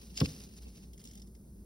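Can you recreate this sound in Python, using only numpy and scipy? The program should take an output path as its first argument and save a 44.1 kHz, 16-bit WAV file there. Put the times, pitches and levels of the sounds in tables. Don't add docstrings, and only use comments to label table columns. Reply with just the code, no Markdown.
import sys
import numpy as np
from scipy import signal
from scipy.fft import rfft, irfft
from scipy.io import wavfile

SR = 44100
rng = np.random.default_rng(int(sys.argv[2]) if len(sys.argv) > 2 else 0)


def master_out(mix):
    frames = np.transpose(np.atleast_2d(mix))
    ceiling = np.clip(frames, -1, 1)
    pcm = np.round(ceiling * 32767).astype(np.int16)
    wavfile.write(sys.argv[1], SR, pcm)


N = 72765
T = np.arange(N) / SR
HZ = np.fft.rfftfreq(N, 1 / SR)


def thump():
    # t/s, level/dB, contact time/s
    blows = [(0.2147, -26.5, 0.00065), (0.2199, -16.5, 0.00453), (0.2293, -20, 0.00188),
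             (0.2331, -28.5, 0.0018)]
    # f/Hz, level/dB, time to fade by 60 dB/s
    floor_tones = [(85.8, -3.5, 0.11), (183, 7, 0.0498), (287.5, -2.5, 0.054), (425, -7, .07),
                   (489.4, -13, 0.077), (686, -24.5, 0.057), (881, -15, 0.047), (1089, -5, 0.033),
                   (1330, -12, 0.035), (2300, -21, .022)]
    # middle t/s, length/s, level/dB
    slaps = [(0.195, 0.013, -52.5), (0.2141, 0.0096, -36.5)]
    # f/Hz, level/dB
    slap_colour = [(60, -12), (420, 7.5), (700, 0.5), (1200, -14), (2000, -6), (5000, -15), (9000, -23),
                   (16000, -17)]
    force = np.zeros(N)
    for start, db, contact in blows:
        push = np.sin(np.pi * np.clip((T - start) / contact, 0, 1)) ** 2
        force -= amp(db) * push / push.sum()
    floor = signal.fftconvolve(force, ring(floor_tones, T))[:N]
    low_cut = signal.butter(2, 75, "high", fs=SR, output="sos")
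    paper = sum(swell(*slap) for slap in slaps) * friction(slap_colour)
    return signal.sosfilt(low_cut, floor) + paper


def bite():
    # t/s, level/dB
    snaps = [(0.2061, -30), (0.2585, -36.5)]
    # f/Hz, level/dB, time to fade by 60 dB/s
    snap_tones = [(3450, -2, 0.0094), (4540, 1.5, 0.0063), (5140, 3, 0.0086), (6700, -26, 0.0067),
                  (8240, -1, 0.0085), (12000, -33, .002)]
    return sum(amp(db) * ring(snap_tones, T - start) for start, db in snaps)


def sliding_scales():
    # t/s, level/dB
    drag_levels = [(0, -60.5), (0.13, -63), (0.2, -56.5), (0.3, -52), (0.35, -55), (0.42, -57.5),
                   (0.48, -66), (0.53, -63), (0.66, -70), (0.82, -65), (0.9, -75.5), (0.96, -78.5),
                   (1.08, -66), (1.2, -68.5), (1.26, -87), (1.65, -81)]
    # middle t/s, length/s, level/dB
    pulls = [(0.018, .008, -55.5), (0.058, 0.032, -67.5), (0.438, 0.03, -54), (0.576, 0.024, -56),
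             (0.631, 0.025, -58), (0.691, 0.021, -59), (0.765, 0.034, -60.5), (0.834, 0.023, -61.5),
             (1.001, 0.013, -55.5)]
    # middle t/s, length/s, level/dB
    scuffs = [(0.1757, 0.0032, -34.5), (0.181, 0.025, -42.5), (0.2037, 0.003, -31), (0.253, 0.021, -45),
              (0.289, 0.013, -51.5)]
    # f/Hz, level/dB
    drag_colour = [(200, 4), (1200, -10.5), (2200, -8), (3300, -5.5), (4300, -1), (5100, 3), (6000, 2),
                   (7200, -2.5), (9000, -3.5), (12000, -6.5), (16000, -8.5)]
    scuff_colour = [(200, -24), (1200, -26.5), (2200, -12.5), (3300, -8.5), (4300, -2.5), (5100, 2),
                    (6000, -4), (7200, -1.5), (9000, -15.5), (12000, -21), (16000, -19)]
    steady = amp(np.interp(T, *np.transpose(drag_levels)))
    grip = amp(1.5 * waver(hz=87))
    drag = np.sqrt(steady ** 2 + sum(swell(*pull) ** 2 for pull in pulls)) * grip
    scuffing = np.sqrt(sum(swell(*scuff) ** 2 for scuff in scuffs))
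    return drag * friction(drag_colour) + scuffing * friction(scuff_colour)


def scratches():
    # t/s, relative level/dB
    catches = [(0.9316, -44), (0.9764, -45.5), (1.0132, -45), (1.0386, -41.5), (1.0506, -43.5),
               (1.062, -53), (1.072, -41.5), (1.0844, -46.5), (1.0965, -49), (1.111, -49.5), (1.1099, -50),
               (1.1325, -47), (1.1523, -43), (1.1737, -45), (1.1964, -49), (1.217, -44), (1.2715, -51.5),
               (1.3488, -50.5)]
    # f/Hz, level/dB
    colour = [(200, -42), (1500, -27), (2100, -4), (2600, -24), (3150, -2.5), (4300, -11), (5300, 3.5),
              (6200, -1), (7200, 4.5), (9000, -4), (12000, -10), (16000, -8)]
    centres = [2000, 3100, 4200, 5300, 6400, 8000, 12000]
    rise_s, fade_s, trim_db, vary_db = 0.0029, 0.043, -5, 3.5
    bursts = np.array([amp(db + trim_db) * np.clip((T - start) / rise_s, 0, 1) * fade(T - start, fade_s)
                       for start, db in catches])
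    weights = amp(vary_db * rng.standard_normal((len(catches), len(centres))))
    weights /= np.sqrt(np.mean(weights ** 2, axis=1, keepdims=True))
    rub = rfft(friction(colour))
    bands = np.array([irfft(rub * np.interp(HZ, centres, band), N) for band in np.eye(len(centres))])
    return (weights.T @ bursts * bands).sum(axis=0)


def friction(colour):
    slips_per_s, spread_db, slip_share = 4600, 3.5, 0.56
    size = amp(spread_db * np.minimum(rng.exponential(1, N), 4))
    slips = size * rng.choice([-1, 1], N) * (rng.random(N) < slips_per_s / SR)
    hiss = rng.standard_normal(N)
    return coloured(np.sqrt(slip_share) * unit(slips) + np.sqrt(1 - slip_share) * hiss, colour)


def room(x):
    # f/Hz, time to fade by 60 dB/s
    fade_times = [(80, 0.43), (300, 0.7), (1000, 0.35), (5000, 0.37), (14000, .18)]
    hz, t, noise = signal.stft(rng.standard_normal(SR // 2), SR, nperseg=256)
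    tail = signal.istft(noise * fade(t, look_up(fade_times, hz)[:, None]), SR, nperseg=256)[1]
    tail *= np.minimum(np.arange(len(tail)) / SR / 0.0029, 1)
    return signal.fftconvolve(x, tail / np.linalg.norm(tail))[:N]


def channels(x):
    # f/Hz, phase/rad
    left_lead = [(20, 0), (1500, -.05), (2600, .6), (3600, .1), (4300, .5), (5000, .1), (5600, .8),
                 (6400, 2.2), (7050, 3.08), (7900, 3.2), (8700, 4.4), (9400, 5.2), (9900, 6.25),
                 (11100, 6.3), (11700, 7.), (12400, 8.6), (13100, 9.35), (14000, 9.5), (14800, 10.4),
                 (15400, 11.8), (16000, 12.3)]
    # f/Hz, level/dB
    echo_colour = [(30, -35), (150, -27), (350, -8.5), (700, 7), (1500, -4), (2700, 2.5), (4000, -4.5),
                   (5000, -11), (7000, -31), (16000, -44)]
    walls = rng.standard_normal(N) * fade(T, fade_s=0.021)
    echoes = signal.fftconvolve(x, walls / np.linalg.norm(walls))[:N] * waver(hz=39.3)
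    shared = rfft(x)
    apart = rfft(echoes) * amp(look_up(echo_colour, HZ))
    lead = np.exp(1j * look_up(left_lead, HZ))
    return irfft(np.array([shared + apart, (shared - apart) / lead]), N)


def background():
    # f/Hz, level/dB
    rumble_colour = [(15, -28), (30, -17), (45, -10.5), (58, -4.5), (80, -9), (125, -13.5), (160, -12),
                     (200, -5), (270, -18), (390, -19.5), (520, -29.5), (800, -42.5), (1500, -53),
                     (4000, -84), (16000, -109)]
    hiss_colour = [(500, 0.5), (1500, -7.5), (3000, -17.5), (4300, -6), (6000, -2), (8000, 1.5), (11000, 2),
                   (14000, 0), (16000, -1)]
    hum_hz, waver_hz = 57.07, 7
    loudness = amp(3.5 * waver(waver_hz))
    hum = loudness * np.sin(2 * np.pi * hum_hz * T + 0.77 * waver(waver_hz))
    rumble = coloured(rng.standard_normal(N), rumble_colour)
    hiss = coloured(rng.standard_normal(N), hiss_colour)
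    return amp(-54.5) * unit(hum) + amp(-54) * rumble + amp(-68) * hiss


def amp(db):
    return 10 ** (np.asarray(db) / 20)


def unit(x):
    return x / np.sqrt(np.mean(x ** 2) + 1e-20)


def look_up(points, hz):
    f, value = np.transpose(points)
    return np.interp(np.log(hz + 1), np.log(f), value)


def coloured(x, colour):
    return unit(irfft(rfft(x) * amp(look_up(colour, HZ)), N))


def swell(middle, length, db):
    return amp(db) * np.exp(-2 * ((T - middle) / length) ** 2)


def fade(t, fade_s):
    return (t >= 0) * np.exp(-np.log(1000) * np.maximum(t, 0) / fade_s)


def ring(tones, t):
    return sum(amp(db) * fade(t, fade_s) * np.sin(2 * np.pi * hz * t) for hz, db, fade_s in tones)


def waver(hz):
    return unit(irfft(rfft(rng.standard_normal(N)) * np.exp(-(HZ / hz) ** 2), N))


def scene():
    low = thump()
    high = sliding_scales() + scratches() + bite()
    echoes = room(amp(-18) * low + amp(-14) * high)
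    return channels(low + high + echoes + background())


def record(dry):
    cutoff_hz = 15850
    treble_cut = signal.firwin(511, cutoff_hz, window=("kaiser", 9), fs=SR)
    return signal.oaconvolve(dry, treble_cut[None], "same")


dry = scene()
out = record(dry)
master_out(out)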